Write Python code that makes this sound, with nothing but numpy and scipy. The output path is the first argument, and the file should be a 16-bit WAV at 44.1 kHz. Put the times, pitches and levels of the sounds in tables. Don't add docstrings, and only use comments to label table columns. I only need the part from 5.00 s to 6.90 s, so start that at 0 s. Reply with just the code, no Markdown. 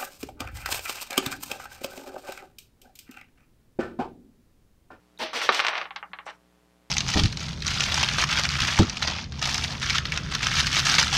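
import sys
import numpy as np
from scipy import signal
from scipy.fft import rfft, irfft
from scipy.io import wavfile
from scipy.ndimage import uniform_filter1d

SR = 44100
rng = np.random.default_rng(int(sys.argv[2]) if len(sys.argv) > 2 else 0)


def natural_amplitude(level_db):
    exponent = np.asarray(level_db, float) / 20
    return 10 ** exponent


def digitize_waveform(pressure):
    field = np.atleast_2d(pressure).T
    bounded = np.clip(field, -1, 1)
    quanta = np.round(bounded * 32767).astype(np.int16)
    wavfile.write(sys.argv[1], SR, quanta)


N = 83790
t = np.arange(N) / SR

# frequency in Hz, level in dB.
HISS_COLOUR = [(25, -11.5), (70, -0.5), (170, 11.5), (400, 7.5), (1000, 1), (4000, -4.5), (12000, -11.5),
               (15900, -17.5)]
# start in seconds, level in dB, pitch in Hz, t60 in seconds.
THUDS = [(0.21, -51.5, 60, 0.2), (0.2, -38.5, 178, 0.037), (0.31, -45, 298, 0.13), (.332, -46.5, 170, 0.11),
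         (.4915, -20, 382, 0.079), (0.45, -47.5, 128.4, 0.15), (1.1, -44, 186, 0.1), (.4915, -29, 230, .07),
         (.4915, -37.5, 180, .12)]
# start in seconds, level in dB, pitch in Hz, t60 in seconds.
TICKS = [(0.176, -33, 3850, 0.0091), (0.3324, -33.5, 8600, 0.0014), (.36, -33.5, 11770, 0.0024),
         (0.4172, -30.5, 11000, 0.0013), (.5235, -32, 11000, 0.0013), (.5499, -23, 11980, .001),
         (.594, -34, 11640, .002), (.652, -45, 12300, .02), (0.671, -46.5, 12300, 0.012),
         (.687, -48.5, 12300, .03)]
# start in seconds, level in dB, pitch in Hz, t60 in seconds.
STRIKE_NOTES = [(.4914, -20, 854, 0.024), (.4914, -11, 1136, 0.045), (.4914, -35, 1390, 0.062),
                (.4914, -12.5, 1766, 0.029), (.4914, -15, 2166, .04), (.4911, -13, 3840, 0.015),
                (.4914, -24, 760, .08), (.4911, -50, 7700, .008), (.908, -42, 1060, 0.073),
                (.908, -35.5, 790, 0.063), (.962, -36, 1580, 0.07), (.962, -33, 830, 0.033),
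                (1.0285, -33.5, 1200, 0.069), (1.0285, -37.5, 818, 0.09), (1.0285, -49, 1020, 0.063),
                (1.0285, -43, 2790, 0.062), (1.134, -37.5, 960, 0.047), (1.134, -44, 746, 0.081),
                (1.134, -33, 1690, .05), (1.134, -52, 4080, 0.075), (1.134, -51, 2790, 0.036),
                (1.188, -33, 1090, 0.031), (1.188, -38, 832, 0.069)]
# time in seconds, level in dB, brightness in dB,
# tray weight in dB, smear (smooth noise over grains) in dB.
SKIDS = [
    [(.188, -52.5, -1, -17, 3), (.192, -44.5, -14, 23.5, 5), (.205, -36.5, -17.5, 21.5, -4),
     (.228, -30, -24.5, 19, 2.5), (.25, -35.5, -25, 17.5, 5), (.27, -36.5, -27.5, 6.5, 6.5),
     (.285, -39.5, -38, 3, 5.5), (.331, -48.5, -39, -5, 2.5)],
    [(.332, -36.5, -16, 9, 15), (.362, -28, -17.5, 13.5, 3.5), (.39, -31.5, -15.5, -4, 5.5),
     (.416, -30.5, -25, -7.5, 4)],
    [(.4165, -30, -16, -13.5, -2.5), (.436, -29, -13.5, -16, 11), (.452, -29, -17, -17.5, 8.5),
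     (.47, -34, -16.5, -17, 6), (.491, -36.5, -21.5, -15, 6)],
    [(.4915, -23.5, -31.5, 3, 0.5), (.523, -35, -32.5, -9.5, 5)],
    [(.5235, -31.5, -17, -4.5, 4.5), (.56, -27.5, -18, -5, 8), (.608, -31.5, -16, -6.5, 8),
     (.622, -34.5, -28, -6.5, 3), (.648, -34.5, -31, -9.5, -6)],
]
# time in seconds, level in dB, brightness in dB,
# tray weight in dB, smear in dB.
TUMBLES = [
    [(.649, -28, -19, -11, -16.5), (.665, -32.5, -27, -18, -16), (.669, -27.5, -17.5, -15, -2),
     (.682, -32, -24, -10, -7), (.686, -29, -12, -4.5, -10), (.705, -32.5, -25, 2.5, -10.5),
     (.726, -33.5, -38, -18, -12), (.785, -34, -27, -1.5, 5), (.83, -37, -66, 3, -11),
     (.89, -60, -54, -13, 16)],
    [(1.256, -69.5, 5, 4, -8), (1.266, -43, -11, -28, -3.5), (1.29, -39, -27.5, -25, -6),
     (1.307, -41.5, -16.5, -3, 5), (1.313, -50, -34, -17, 13.5), (1.36, -66.5, -6, -12, 8.5)],
]
# frequency in Hz, level in dB.
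SKID_BODY = [(180, -52), (300, -6), (600, -1.5), (1200, -0.5), (2800, 1.5), (4500, -3), (6200, -12),
             (6600, -27)]
# frequency in Hz, level in dB.
SKID_SHINE = [(4600, -5.5), (5600, 15), (6400, 10), (7200, 11), (8500, 6), (9000, -3), (10500, -20)]
# frequency in Hz, level in dB.
TUMBLE_BODY = [(300, -15), (650, 2.5), (1200, 3), (2500, 1), (4000, -8.5), (6000, -19), (6800, -36)]
# frequency in Hz, level in dB.
TUMBLE_SHINE = [(4600, -28), (5600, 8.5), (6500, -7.5), (8000, -0.5), (10000, -20.5), (12000, -36)]
# frequency in Hz, level in dB.
RATTLE_AIR = [(8000, -22.5), (9000, 0), (10500, -4), (13200, -2.5), (15000, -12), (15800, -17.5)]
# pitch in Hz, width in Hz, level in dB.
TRAY_MODES = [(249, 45, -18), (463.2, 16, -9), (632, 9.7, -9), (336, 20, -20), (850, 320, -26)]
# time in seconds, peak in dB, contact pitch in Hz,
# early ring in dB re the peak, top of the click in Hz.
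HITS = [(0.332, -26.5, 1700.0, -7, 9000), (0.4167, -16, 2600.0, -11, 9000),
        (0.4912, -1.4, 1600.0, -18, 6500), (0.5235, -13.4, 3000.0, -12, 9000),
        (0.5468, -9.3, 4410.0, -19, 9000), (0.5499, -11.7, 4410.0, -20, 9000),
        (0.594, -6.2, 2760.0, -19, 6000), (0.6012, -4.7, 3150.0, -21, 6000),
        (0.6219, -20.3, 2000.0, -14, 5000), (0.6404, -16.5, 2450.0, -18, 5500),
        (0.649, -8.1, 2450.0, -20, 6500), (0.6673, -6.7, 3680.0, -19, 6800),
        (0.6839, -6.8, 3150.0, -20, 6800), (0.6987, -18.0, 2200.0, -14, 4500),
        (0.7317, -18.8, 2450.0, -16, 4300), (0.7365, -18.0, 2200.0, -20, 4300),
        (0.7544, -14.0, 2760.0, -18, 5500), (0.762, -20.2, 2450.0, -20, 4300),
        (0.771, -19.4, 3150.0, -15, 5500), (0.7795, -14.6, 3680.0, -16, 6300),
        (0.8149, -16.0, 2760.0, -15, 6300), (0.8557, -23.8, 2450.0, -16, 4200),
        (0.9078, -23.6, 2760.0, -15, 4200), (0.9582, -38, 1500.0, -6, 3000),
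        (0.9617, -18.7, 3680.0, -14, 6800), (1.0283, -23.2, 2000.0, -15, 3100),
        (1.1165, -47.6, 1700.0, -10, 2200), (1.1339, -22.3, 2760.0, -16, 4300),
        (1.1879, -25.7, 2450.0, -13, 4200)]
# time in seconds, peak in dB, contact pitch in Hz,
# early ring in dB re the peak, top of the click in Hz.
GRABS = [(1.2662, -29.3, 920.0, -13, 4500), (1.2786, -28, 2200.0, -11, 4500),
         (1.2905, -31, 1200.0, -15, 4500)]
# delay in seconds, level in dB, sign.
ECHOES = [(.0031, -7, -1), (.0052, -15.5, 1)]
# band centre in Hz, level in dB, t60 in seconds.
RING_BANDS = [(250, -19, 0.17), (514, -15, 0.19), (980, -8, 0.17), (1520, -13, 0.19), (2510, -12, .1),
              (4220, -16, 0.13), (6610, -11.5, 0.032), (11000, -12.5, 0.036)]
# pitch in Hz, level in dB, t60 in seconds.
BODY_MODES = [(852, -38.5, .04), (1135, -25, 0.065), (1280, -29.5, 0.07), (1648, -39.5, .06),
              (2140, -26.5, 0.03), (2840, -34, 0.096), (4010, -29, 0.054)]

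RING_RISE_S = .0012


def level(x, db):
    return x * natural_amplitude(db) / np.sqrt(np.mean(x ** 2))


def colour(x, points):
    size = x.shape[-1]
    hz = np.arange(size // 2 + 1) * SR / size + 1
    point_hz, point_db = np.array(points, float).T
    db = np.interp(np.log(hz), np.log(point_hz), point_db, left=-60, right=-60)
    return irfft(rfft(x) * natural_amplitude(db), size)


def reson(x, hz, width_hz):
    return signal.lfilter(*signal.iirpeak(hz, hz / width_hz, fs=SR), x)


def mains_and_hiss():
    mains_hz, spike_at_s = 60.02, 1.4508
    hum_db, even_db, buzz_db = -69, -80.5, -64
    lead_hz, fall_hz, top_hz = 60.1, 200, 3300
    turn = 2 * np.pi * mains_hz * (t - spike_at_s)
    buzz = natural_amplitude(hum_db) * np.cos(turn) + natural_amplitude(even_db) * np.cos(2 * turn)
    for k in range(3, 80, 2):
        jf = 1j * k * mains_hz
        shape = jf / (jf + lead_hz) / (1 + jf / fall_hz) / (1 + jf / top_hz)
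        buzz = buzz + natural_amplitude(buzz_db) * np.abs(shape) * np.cos(k * turn + np.angle(shape))
    return buzz + level(colour(rng.standard_normal(N), HISS_COLOUR), -68)


def dying_notes(rows, rise=10):
    out = np.zeros(N)
    for at, db, hz, t60 in rows:
        age = np.maximum(t - at, 0)
        soft_start = 1 - np.exp(-age * rise / t60)
        out += natural_amplitude(db - 60 * age / t60) * np.sin(2 * np.pi * hz * age) * soft_start
    return out


def follow(curves, column):
    out = np.zeros(N)
    for curve in curves:
        points = np.array(curve, float)
        inside = (t >= points[0, 0]) * (t < points[-1, 0])
        out += np.interp(t, points[:, 0], points[:, column]) * inside
    return out


def contact_grains(smear_db):
    grains_per_s, spread_db, rarest = 5000, 2, .03
    moment, sign, luck = rng.random((3, N))
    force = natural_amplitude(-spread_db * np.log(np.maximum(luck, rarest)))
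    grains = (moment < grains_per_s / SR) * np.sign(sign - .5) * force
    smeared = level(grains, 0) + natural_amplitude(smear_db) * rng.standard_normal(N)
    return smeared / np.sqrt(1 + natural_amplitude(2 * smear_db))


def rattle(curves, body_colour, shine_colour, air_db):
    loudness, bright, weight, smear = [follow(curves, k) for k in range(1, 5)]
    touching = follow(curves, 0) > 0
    grains = contact_grains(smear)

    def gain(db):
        return uniform_filter1d(touching * natural_amplitude(db), size=40)

    tray = np.zeros(N)
    for hz, width_hz, db in TRAY_MODES:
        tray += 5 * natural_amplitude(db) * reson(grains * gain(loudness + weight), hz, width_hz)
    body = gain(loudness) * level(colour(grains, body_colour), 0)
    shine = gain(loudness + bright) * level(colour(grains, shine_colour), 0)
    air_gain = gain(loudness + bright + air_db + 0.72 * (bright + 18))
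    air = air_gain * level(colour(grains, RATTLE_AIR), 0)
    return air + body + shine + tray


def skids_and_tumbles():
    thin = signal.butter(2, 230, "high", fs=SR, output="sos")
    skids = rattle(SKIDS, SKID_BODY, SKID_SHINE, air_db=-12)
    tumbles = rattle(TUMBLES, TUMBLE_BODY, TUMBLE_SHINE, air_db=-30)
    return signal.sosfilt(thin, skids + tumbles)


def ring_tails(count):
    size = 8192
    age = np.arange(size) / SR
    octave = np.log2(np.arange(size // 2 + 1) * SR / size + 1)
    centres = np.log2([row[0] for row in RING_BANDS])
    noise = rfft(rng.standard_normal((count, size)))
    out = 0
    for k, (_, db, t60) in enumerate(RING_BANDS):
        share = np.sqrt(np.interp(octave, centres, np.arange(len(RING_BANDS)) == k))
        out = out + irfft(noise * share, size) * natural_amplitude(db - 60 * age / t60)
    return out * (1 - np.exp(-age / RING_RISE_S)) * .5


def body_ring(size):
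    scatter_db, detune = 4, .04
    age = np.arange(size) / SR
    out = np.zeros(size)
    for hz, db, t60 in BODY_MODES:
        louder, sharper, phase = rng.standard_normal(3)
        swing = np.sin(2 * np.pi * (hz * (1 + detune * sharper) * age + phase))
        out += natural_amplitude(db + scatter_db * louder - 60 * age / t60) * swing
    return out * (1 - np.exp(-age / RING_RISE_S))


def knock(db, hz, top_hz):
    def lobe(u):
        return -u * np.exp((1 - u ** 2) / 2)

    def top_cut(f):
        return 1 / np.sqrt(1 + f ** 24)

    u = np.arange(-128, 384) / SR * hz * 4
    push = lobe(u - 1) + natural_amplitude(-6 + .25 * db) * lobe(2.0 * u - 1)
    band = np.arange(257) * SR / 512 + 1
    treble = top_cut(band / top_hz) + natural_amplitude(-21) * top_cut(band / top_hz / 1.42)
    low_hz = 337 * 2 ** (-db / 31.5)
    jf = 1j * band / low_hz
    bass_cut = jf ** 2 / (jf ** 2 + np.sqrt(2) * jf + 1)
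    return irfft(rfft(push) * treble * bass_cut)


def strikes():
    hits = list(HITS) + list(GRABS)
    out = np.zeros(N + 16384)
    for (at, db, hz, ring_db, top_hz), tail in zip(hits, ring_tails(len(hits))):
        push = knock(db, hz, top_hz)
        sound = signal.fftconvolve(push, tail + body_ring(len(tail)))
        sound *= natural_amplitude(ring_db - 2.5) / sound[178:458].std()
        for late, echo_db, sign in [(0, 0, 1)] + list(ECHOES):
            start = int(late * SR)
            sound[start:start + len(push)] += sign * natural_amplitude(echo_db) * push * 1.95 / np.ptp(push)
        start = int(at * SR) - 128
        out[start:start + len(sound)] += sound * natural_amplitude(db)
    return out[:N]


def scene():
    single = dying_notes(THUDS) + dying_notes(TICKS) + dying_notes(STRIKE_NOTES, rise=60)
    return (mains_and_hiss() + single + skids_and_tumbles() + strikes())[None]


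def band_limit(x):
    return signal.sosfilt(signal.butter(12, 15800, fs=SR, output="sos"), x)


def record(dry):
    top_cut = signal.ellip(8, .2, 70, 15700, fs=SR, output="sos")
    return band_limit(signal.sosfilt(top_cut, dry))


dry = scene()
out = record(dry)
digitize_waveform(out)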